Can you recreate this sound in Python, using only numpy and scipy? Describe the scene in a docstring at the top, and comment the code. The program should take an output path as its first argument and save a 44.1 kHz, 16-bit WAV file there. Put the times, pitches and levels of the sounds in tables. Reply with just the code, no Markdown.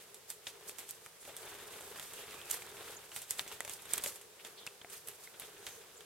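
"""Lemurs grooming in a treetop

Lemurs groom and shift about overhead on a still day. Twigs and dry leaves break with an impulse,
ring in damped modes and leave a short shiver of foliage. Friction of fur, twigs and leaves makes a
grainy rustle with stray ticks and drags; hiss and rubbing noise swell briefly, mostly around the snaps.
Under it lie faint forest air, microphone hiss and a hollow hum near 420 Hz from the camera body."""
import sys
import numpy as np
from scipy import signal
from scipy.fft import rfft, irfft
from scipy.io import wavfile

SR = 44100
rng = np.random.default_rng(int(sys.argv[2]) if len(sys.argv) > 2 else 0)


def bounce(signal):
    """Save signal as a 16-bit WAV file at the path given by the first command-line argument."""
    frames = np.transpose(np.atleast_2d(signal))
    limited = np.clip(frames, -1, 1)
    pcm = np.round(limited * 32767).astype(np.int16)
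    wavfile.write(sys.argv[1], SR, pcm)


N = 266805
HZ = np.fft.rfftfreq(N, 1 / SR)
TIME = np.arange(N) / SR

# left-right coherence of rubbing and of snapping: (frequency [Hz], coherence [0-1])
RUB_COHERENCE = [(60, 0.6), (600, 0.94), (1400, 0.79), (3100, 0.6), (6800, 0.025), (15000, 0.046)]
SNAP_COHERENCE = [(100, 0.71), (2500, 0.91), (5500, 0.46), (9000, 0.46), (15000, 0.32)]
# balance of sound from the tree: (frequency [Hz], left minus right [dB])
TREE_BALANCE = [(60, -1), (500, 2), (1300, 1.1), (2500, 0), (5000, 0), (8500, -2.5), (15000, -3.5)]


def gain_of(db):
    """Amplitude grows tenfold for every 20 dB."""
    return 10 ** (np.asarray(db) / 20)


def unit_rms(x):
    """Normalisation to a mean power of one."""
    return x / np.sqrt(np.mean(x ** 2) + 1e-20)


def unit_energy(x):
    """Normalisation to a total energy of one."""
    return x / np.sqrt(np.sum(x ** 2) + 1e-20)


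def curve_at(points, hz):
    """Interpolation along a logarithmic frequency axis."""
    knots_hz, values = np.transpose(points)
    return np.interp(np.log(hz + 1), np.log(knots_hz + 1), values)


def add(mix, start_s, sound):
    """Superposition: a sound adds to the mix from its start time on."""
    part = mix[:, max(round(start_s * SR), 0):][:, :sound.shape[1]]
    part += sound[:, :part.shape[1]]


def drift(cutoff_hz):
    """Low-passed noise gives a slow random modulation of unit rms."""
    return unit_rms(irfft(rfft(rng.standard_normal(N)) / (1 + (HZ / cutoff_hz) ** 4), N))


def coloured(x, spectrum):
    """Zero-phase filtering imposes a spectral envelope, at unit rms."""
    return unit_rms(irfft(rfft(x) * gain_of(curve_at(spectrum, HZ)), N))


def causal(x, gain_db):
    """A minimum-phase filter is causal: nothing rings before the blow."""
    log_gain = np.log(gain_of(np.r_[gain_db, gain_db[-2:0:-1]]))
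    response = np.exp(np.conj(signal.hilbert(log_gain)))[:len(gain_db)]
    return irfft(rfft(x) * response)


def stereo(pair, coherence, balance, left_lag_s=0.):
    """Partial coherence: the weighted sum and difference of two signals become left and right."""
    first, second = rfft(pair)
    alike, lean_db = np.clip(curve_at(coherence, HZ), -1, 1), curve_at(balance, HZ) / 2
    mid, side = first * np.sqrt((1 + alike) / 2), second * np.sqrt((1 - alike) / 2)
    delay = np.exp(-2j * np.pi * HZ * left_lag_s)
    return irfft(np.array([(mid + side) * gain_of(lean_db) * delay, (mid - side) * gain_of(-lean_db)]), N)


def gritty(spread_db, size):
    """Tiny slips of very unequal strength make heavy-tailed noise."""
    return rng.standard_normal(size) * gain_of(spread_db * np.minimum(rng.exponential(1, size), 4))


def air_and_hum(level_db=-59, hum_hz=420, width_hz=130, waver_db=3):
    """Broadband noise of faint air and hiss, plus a wavering hollow hum: the camera body's resonance."""
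    # air, hiss and the camera body's hum: (frequency [Hz], relative spectral level [dB])
    spectrum = [(25, -32), (75, -12), (160, -8.5), (290, -18), (350, -8.5), (410, 2), (470, -1.5),
                (560, -8), (900, -11.5), (2800, -13), (5000, -13), (8600, -13), (12000, -15.5),
                (16000, -21)]
    # diffuse background: (frequency [Hz], left-right coherence [0-1])
    coherence = [(60, 0.57), (400, 0.65), (1400, 0.23), (3100, 0.14), (6800, 0)]
    # its balance: (frequency [Hz], left minus right [dB])
    balance = [(60, 0.5), (400, 1), (1300, 1.5), (2400, -0.5), (8000, -1), (15000, 0)]
    pair = np.array([coloured(rng.standard_normal(N), spectrum) for _ in range(2)])
    hum = irfft(rfft(pair) * np.exp(-((HZ - hum_hz) / width_hz) ** 2), N)
    pair += hum * (gain_of(waver_db * drift(6.7)) - 1)
    return stereo(pair, coherence, balance) * gain_of(level_db)


def swell_envelope(swells, rise_share=0.38, fade_db=14):
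    """Amplitude envelope of short swells that rise and fall exponentially and add in power."""
    power = np.zeros((1, N))
    for peak_s, length_s, db in swells:
        start_s = max(peak_s - 2 * length_s, 0)
        from_peak = (np.arange(start_s, peak_s + 2 * length_s, 1 / SR) - peak_s) / length_s
        drop_db = fade_db * np.maximum(-from_peak / rise_share, from_peak / (1 - rise_share))
        add(power, start_s, gain_of(db - drop_db)[None] ** 2)
    return np.sqrt(power[0])


def rubbing_levels(full_stroke_db=-54.5, effort_slope=1.18):
    """Incoherent sounds add in power: grooming and short swells set fur, scrape and fizz levels in dB."""
    # how hard the animals groom, one long bout and then small shifts: (time [s], effort [dB])
    effort = [(0, -64.5), (.39, -68), (.66, -60.5), (1.0, -65.5), (1.18, -69), (1.45, -54.5), (1.72, -55.5),
              (1.86, -55), (2.07, -57.5), (2.3, -55), (2.68, -56.5), (2.9, -53), (3.05, -60.5), (3.26, -63),
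              (3.55, -58.5), (3.8, -59.5), (4.05, -53.5), (4.24, -67), (4.55, -61.5), (4.8, -66),
              (5.7, -59.5), (6.05, -64.5)]
    # short swells of high hiss and rubbing noise, mostly around the snaps, levels relative:
    # (peak time [s], length [s], high hiss [dB], rubbing noise [dB])
    swells = [(.01, .15, -61, -62), (0.301, 0.041, -44, -57), (0.479, .07, -50, -59),
              (0.685, 0.06, -44.5, -57), (0.803, 0.065, -52, -56), (0.897, 0.11, -49.5, -60),
              (1.056, 0.085, -52, -65), (1.28, 0.3, -52, -58), (1.49, .12, -52, -63),
              (1.629, .08, -52, -53), (2.058, 0.37, -50, -59.5), (2.178, 0.17, -50, -53),
              (2.53, 0.14, -40.5, -50), (2.904, 0.21, -55.5, -58), (3.172, 0.09, -40, -55),
              (3.309, .06, -42, -52), (3.396, .07, -42, -49), (3.523, 0.087, -47.5, -51),
              (3.713, 0.1, -43.5, -53), (3.936, .1, -39, -47), (4.076, 0.15, -45, -55.5),
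              (4.46, 0.093, -52.5, -60), (4.939, 0.092, -45, -55.5), (5.08, 0.17, -55, -63),
              (5.244, 0.079, -51.5, -59.5), (5.424, 0.17, -53, -60), (5.673, 0.19, -50.5, -63)]
    effort_db = np.interp(TIME, *np.transpose(effort))
    grooming = gain_of(full_stroke_db + effort_slope * (effort_db - full_stroke_db))
    hiss_swells = swell_envelope([(s, length, db) for s, length, db, _ in swells])
    rub_swells = swell_envelope([(s, length, db) for s, length, _, db in swells])
    fur = np.hypot(grooming * gain_of(-1), rub_swells * gain_of(-13.5))
    scrape = np.hypot(grooming * gain_of(-1.5), rub_swells * gain_of(0.5))
    fizz = np.hypot(grooming, hiss_swells * gain_of(-1))
    return 20 * np.log10([fur, scrape, fizz])


def catches(per_s, spread_db, decay_s):
    """Shot noise: leaf catches on leaf at random, each pulse of power decaying exponentially."""
    onsets = rng.random(N) < per_s / SR
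    strengths = gain_of(spread_db * np.minimum(rng.exponential(1, N), 3))
    power = signal.lfilter([1], [1, -np.exp(-1 / (decay_s * SR))], onsets * strengths ** 2)
    return power / power.mean()


def rubbing(level_db, spectrum, grains, grain_share, flutter_db):
    """Friction noise: smooth sliding and small catches share one envelope and one spectrum."""
    grip = np.sqrt(1 - grain_share + grain_share * grains) * gain_of(flutter_db * drift(32))
    return np.array([coloured(grip * gritty(2, N), spectrum) for _ in range(2)]) * gain_of(level_db)


def rustle(fur_db, scrape_db, fizz_db):
    """Sliding friction in three bands: low fur on bark, the scrape of twigs, the high fizz of leaves."""
    # the three kinds of rubbing: (frequency [Hz], relative spectral level [dB])
    fur_spectrum = [(25, -26), (75, -3), (270, -7.5), (420, 7.5), (560, 0.5), (1100, -1.5), (1700, -4),
                    (3000, -27)]
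    scrape_spectrum = [(700, -7.5), (1500, 0), (2700, 0.5), (3700, 1.5), (4500, -9.5), (7000, -24)]
    fizz_spectrum = [(2500, -40), (4400, -1), (5500, -2), (7000, 0), (8600, 3), (10200, -1.5), (11700, 2),
                     (13500, -3), (16000, -9)]
    grains = catches(per_s=170, spread_db=4.5, decay_s=0.001)
    fur = rubbing(fur_db, fur_spectrum, grains, grain_share=0.29, flutter_db=1)
    scrape = rubbing(scrape_db, scrape_spectrum, grains, grain_share=0.16, flutter_db=2)
    sharp_grains = catches(per_s=100, spread_db=7, decay_s=0.00076)
    fizz = rubbing(fizz_db, fizz_spectrum, sharp_grains, grain_share=0.028, flutter_db=1.98)
    return stereo(fur + scrape + fizz, RUB_COHERENCE, TREE_BALANCE, left_lag_s=20e-6)


def drags():
    """Stick-slip friction: a dragging claw or twig excites one resonance of a branch."""
    # drags: (peak time [s], half length [s], resonance [Hz], bandwidth per stage [Hz], level [dB])
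    strokes = [(1.222, 0.032, 7400, 900, -59), (1.218, 0.028, 9800, 1200, -58.5),
               (1.289, 0.034, 554, 420, -55), (2.203, 0.066, 2820, 804, -54.5),
               (2.422, 0.16, 2520, 400, -58.5), (2.971, 0.019, 6700, 900, -52.5),
               (3.519, 0.025, 990, 320, -54), (4.406, 0.023, 2700, 1500, -55),
               (4.59, 0.029, 3860, 1600, -54.5), (4.617, 0.069, 3420, 800, -57.5),
               (5.436, 0.043, 3400, 800, -58), (5.713, 0.16, 6440, 1100, -60.5),
               (5.974, 0.02, 7300, 910, -55.5)]
    pair = np.zeros((2, N))
    for peak_s, half_s, hz, width_hz, db in strokes:
        swell = np.hanning(round(2 * half_s * SR))
        radius = np.exp(-np.pi * width_hz / SR)
        resonator = [1, 0, -1], [1, -2 * radius * np.cos(2 * np.pi * hz / SR), radius * radius]
        slips = gritty(5.8, (2, len(swell)))
        ringing = signal.lfilter(*resonator, signal.lfilter(*resonator, slips))
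        add(pair, peak_s - half_s, gain_of(db) * unit_rms(ringing) * swell)
    return stereo(pair, RUB_COHERENCE, TREE_BALANCE)


def ticks(scrape_db, fizz_db, count=130, over_db=5, decay_s=0.0012, size=512):
    """Single leaves tick: noise bursts through a broad resonance, their level following the rubbing."""
    pair, t = np.zeros((2, N)), np.arange(size) / SR
    for when, pitch, force, place in rng.random((count, 4)):
        hz = 1200 * 9 ** pitch
        tear = rng.standard_normal(size) * np.exp(-t / decay_s)
        tick = unit_energy(signal.lfilter(*signal.iirpeak(hz, Q=1.5, fs=SR), tear))
        rubbing_db = (scrape_db if hz < 4500 else fizz_db)[int(when * N)]
        db = rubbing_db + over_db - np.log(max(force, 0.1))  # a few are slightly stronger
        add(pair, when * N / SR, np.outer([1, place - 0.5], tick) * gain_of(db) * np.sqrt(decay_s * SR))
    return stereo(pair, SNAP_COHERENCE, TREE_BALANCE)


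def modal_ring(t, pitch_hz, radiation_hz=450, detune=0.0081):
    """Free vibration in damped modes; a thin body radiates its low ones poorly."""
    # modes of a dry twig: (frequency [multiple of pitch], level [dB], decay time [cycles of pitch])
    modes = [(0.209, -12, 7.2), (.51, -11, 2.9), (.8, -16, 5.5), (1, 9, 3.9)]
    ring = 0
    for multiple, db, cycles in modes:
        hz = pitch_hz * multiple * (1 + detune * rng.standard_normal())
        radiated = gain_of(db) * hz / np.hypot(hz, radiation_hz)
        ring += radiated * np.exp(-t * pitch_hz / cycles) * np.sin(2 * np.pi * hz * t)
    swell = 1 - np.exp(-t * pitch_hz)  # the motion takes a cycle to build
    return unit_energy(ring * swell) * rng.choice([-1, 1])


def crack_colour(hz, wood_db, dull_hz, blade_db, blade_hz):
    """Wood and leaf break together, so their power spectra add; the result is in dB."""
    # cracking wood: (frequency [multiple of dull_hz], relative level [dB])
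    wood_shape = [(.03, -1.5), (.1, -3.5), (.22, -0.5), (.55, 0), (1, -3), (1.4, -9), (4, -31)]
    # crackling leaf blade: (frequency [multiple of blade_hz], relative level [dB])
    blade_shape = [(.12, -33), (.4, -5.5), (.65, -3), (1, 4), (1.35, 0), (1.9, -4)]
    wood = unit_rms(gain_of(curve_at([(ratio * dull_hz, db) for ratio, db in wood_shape], hz)))
    blade = unit_rms(gain_of(curve_at([(ratio * blade_hz, db) for ratio, db in blade_shape], hz)))
    return 20 * np.log10(np.hypot(gain_of(wood_db) * wood, gain_of(blade_db) * blade))


def snap(wood_db, dull_hz, blade_db, blade_hz, shiver_db, spike_share, pitch_hz, ring_db,
         spike_s=0.00018, splinter_s=0.0042, crack_s=0.004, near_s=0.0055, far_s=0.036, size=8192):
    """Brittle fracture: a fibre breaks with a spike, splinters, excites modes and shakes the leaves."""
    # microphone colour of every snap: (frequency [Hz], gain [dB])
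    presence = [(30, -15), (90, -4.5), (270, -6.5), (430, -3), (750, -2.5), (1100, -6), (3700, 1),
                (4500, -3.5), (7000, 0.5), (8500, 1.5), (10200, -2.5), (11700, 1.5), (16000, -8.5)]
    t, hz = np.arange(size) / SR, np.fft.rfftfreq(size, 1 / SR)
    spike_share = np.clip(spike_share, 0.05, 0.95)
    colour_db = crack_colour(hz, wood_db, dull_hz, blade_db, blade_hz)
    presence_db = curve_at(presence, hz)
    bass_cut_db = -20 * np.log10(1 + 1500 / (hz + 50))
    push = causal(np.eye(1, size, 4)[0], -10 * np.log10(1 + (hz / 3500) ** 2))  # low-passed impulse
    tear_fade = (1 + t / spike_s) * np.exp(-t / 0.0003)
    # the nearest leaves answer at once, the crown behind them more slowly
    shiver_fade = (1 - np.exp(-t / 0.0016)) * (np.exp(-t / near_s) + 0.96 * np.exp(-t / far_s))
    shiver_colour_db = 0.81 * colour_db + presence_db - hz / 5000
    pair = []
    for direct in (1, 0):  # the scattered path lacks the clean push and the ring
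        tear = unit_energy(causal(rng.standard_normal(size) * tear_fade, bass_cut_db))
        spike = unit_energy(tear + 0.5 * direct * push * rng.choice([-1, 1]))
        splinters = unit_energy(gritty(2.5, size) * np.exp(-t / splinter_s))
        fracture = np.sqrt(spike_share) * spike + np.sqrt(1 - spike_share) * splinters
        crack = gain_of(0.5) * causal(fracture, colour_db + presence_db)
        ring = direct * gain_of(ring_db) * modal_ring(t, pitch_hz)
        shiver = unit_energy(causal(gritty(3.6, size) * shiver_fade, shiver_colour_db))
        shiver *= gain_of(shiver_db - 4.5)
        pair.append(np.sqrt(crack_s * SR) * (crack + ring) + np.sqrt(far_s * SR) * shiver)
    return np.array(pair)


def snaps(twig_leaf_hz=7200, twig_side_db=-0.3, stalk_dull_hz=3320, blade_ring_db=-11.5):
    """Sudden release of strain: twigs crack near the animals, leaves buckle across the crown."""
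    # cracking twigs, levels relative: (time [s], wood crack [dB], dull above [Hz], leaf crackle [dB],
    # foliage shiver [dB], spike share [0-1], pitch [Hz], ring [dB])
    twigs = [(.469, -38.5, 5500, -57, -60, 0.3, 3490, -58), (0.4719, -43, 5970, -64, -46.5, .18, 3470, -46),
             (1.0622, -41, 1820, -50, -66, 0.7, 746, -82), (1.2519, -48.5, 3400, -60, -60, 0.5, 2420, -56),
             (1.2768, -51, 1100, -61, -54, .2, 563, -50), (1.959, -46, 2800, -60, -51, 0.4, 1120, -52),
             (2.341, -49, 2500, -52, -50, .3, 1130, -52), (2.4154, -53, 3700, -58, -60, 1, 3200, -49),
             (2.621, -47.5, 3500, -49, -64, 0.3, 2130, -51), (2.7689, -49, 2800, -65, -64, .4, 2900, -53),
             (3.1163, -57, 3200, -62, -50.5, .37, 2920, -53.5),
             (3.3942, -24, 2780, -55, -45.5, 0.91, 3660, -34.5),
             (3.516, -44, 3000, -57, -55, 0.3, 2840, -49),
             (3.6056, -35.5, 2570, -37.5, -49.5, 1, 1970, -38.5),
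             (3.6493, -41.5, 2400, -41, -53, .55, 586, -49),
             (4.061, -35, 2370, -35.5, -45.5, .75, 577, -45),
             (4.4488, -45, 4200, -48, -51, 0.2, 3400, -47.5),
             (4.666, -37.5, 4180, -41, -51.5, 0.5, 3020, -51),
             (4.6738, -45.5, 2200, -52, -64, 0, 2680, -40.5),
             (4.8148, -46.5, 3300, -68, -73, 0.3, 3150, -47), (4.847, -40.5, 1500, -80, -66, 1, 720, -54),
             (5.274, -54, 2500, -69, -75, 0.5, 2130, -49), (5.4192, -49, 3220, -62, -53.5, .45, 2380, -52),
             (5.6667, -36.5, 3570, -45, -45, 0.66, 3230, -51),
             (6.0073, -50.5, 4200, -55, -57, 0.8, 3150, -56)]
    # buckling leaves, levels relative: (time [s], blade crackle [dB], pitch [Hz], stalk crack [dB],
    # foliage shiver [dB], spike share [0-1], left minus right [dB])
    leaves = [(.1446, -45.5, 9000, -60, -53, 1, -1), (0.3022, -39, 8800, -51, -51, 0.6, 2),
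              (0.3032, -38.5, 10800, -49.5, -47.5, 0.7, -3), (0.6951, -41.5, 8650, -43.5, -58, .85, -.5),
              (0.7852, -46.5, 8500, -50, -50.5, 0.5, -11), (.7913, -44.5, 11000, -54, -48, 0.2, 6),
              (.891, -44, 7800, -56, -49.5, 0.5, 0), (.909, -37, 12000, -64, -63, .8, -5),
              (1.3662, -40, 8250, -53, -47, 0.9, -2), (1.8085, -48, 8500, -61, -54, .55, -1),
              (1.997, -43, 8700, -41.5, -50.5, 0.7, -1), (2.0272, -48, 7900, -48, -53, .57, -1),
              (2.136, -47, 9000, -52, -51.5, 0.5, 3), (2.5, -39, 9100, -47, -54, .35, -.5),
              (2.509, -36, 8900, -47, -56, 0.9, .5), (2.5117, -33, 9200, -44, -48, .85, 0),
              (2.513, -32, 8900, -57, -49, 1, -5), (2.5415, -36, 11000, -46, -52, 0.1, -1),
              (2.5464, -40, 10900, -50.5, -57, .25, -5), (3.1629, -39, 9400, -40, -44.5, 0.5, -1),
              (3.218, -44, 8500, -52, -48, 0.2, 0), (3.3084, -30, 8260, -41, -41, 0.85, -1),
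              (3.478, -43, 6400, -51, -49, 0.9, -1), (3.6778, -47, 8600, -39, -55, 0.8, 1),
              (3.6963, -40, 7400, -43, -48.5, 0.77, -3), (3.736, -44, 9000, -66.5, -56, 0.9, -4),
              (3.82, -51, 8600, -65, -54, .3, -2), (3.855, -50, 8500, -52, -57, 0, 0),
              (3.9354, -26, 8700, -36, -49, 0.43, -1.5), (3.9782, -38, 10900, -40.5, -48, 0.2, -1),
              (3.9803, -34.5, 8300, -41, -62, 0.5, .5), (4.038, -31.5, 10000, -39, -37.5, 0.4, 1),
              (4.0735, -41, 8600, -59, -49, 0.4, 4), (4.158, -47, 9300, -52, -53, .6, 0),
              (4.2134, -52, 8900, -57, -54.5, .5, 0), (4.8994, -52, 8900, -61, -50, .8, -.5),
              (5.073, -44, 11800, -53, -49, 0.3, -2), (5.0855, -39.5, 10800, -45, -48, 0.8, 0),
              (5.3983, -40, 11000, -50, -50, .8, -1)]
    events = [(s, twig_side_db, snap(wood_db, dull_hz, blade_db, twig_leaf_hz, *rest))
              for s, wood_db, dull_hz, blade_db, *rest in twigs]
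    for s, blade_db, hz, stalk_db, shiver_db, share, side_db in leaves:
        pair = snap(stalk_db, stalk_dull_hz, blade_db, hz, shiver_db, share, hz, blade_db + blade_ring_db)
        events.append((s, side_db, pair))
    left, right = np.zeros((2, 2, N))
    for s, side_db, pair in events:
        add(left, s, pair * gain_of(side_db / 2))
        add(right, s, pair * gain_of(-side_db / 2))
    return np.array([stereo(paths, SNAP_COHERENCE, TREE_BALANCE, left_lag_s=12e-6)[channel]
                     for channel, paths in enumerate((left, right))])


def scene():
    """Superposition of snaps, ticks, drags and rustle on the faint air and hum."""
    fur_db, scrape_db, fizz_db = rubbing_levels()
    treetop = snaps() + ticks(scrape_db, fizz_db) + drags() + rustle(fur_db, scrape_db, fizz_db)
    return treetop + air_and_hum()


def record(dry):
    """Band limiting: a linear-phase low-pass filter removes the highest treble."""
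    low_pass = signal.firwin(401, cutoff=16050, window=("kaiser", 9), fs=SR)
    return signal.oaconvolve(dry, low_pass[None], "same")


dry = scene()
out = record(dry)
bounce(out)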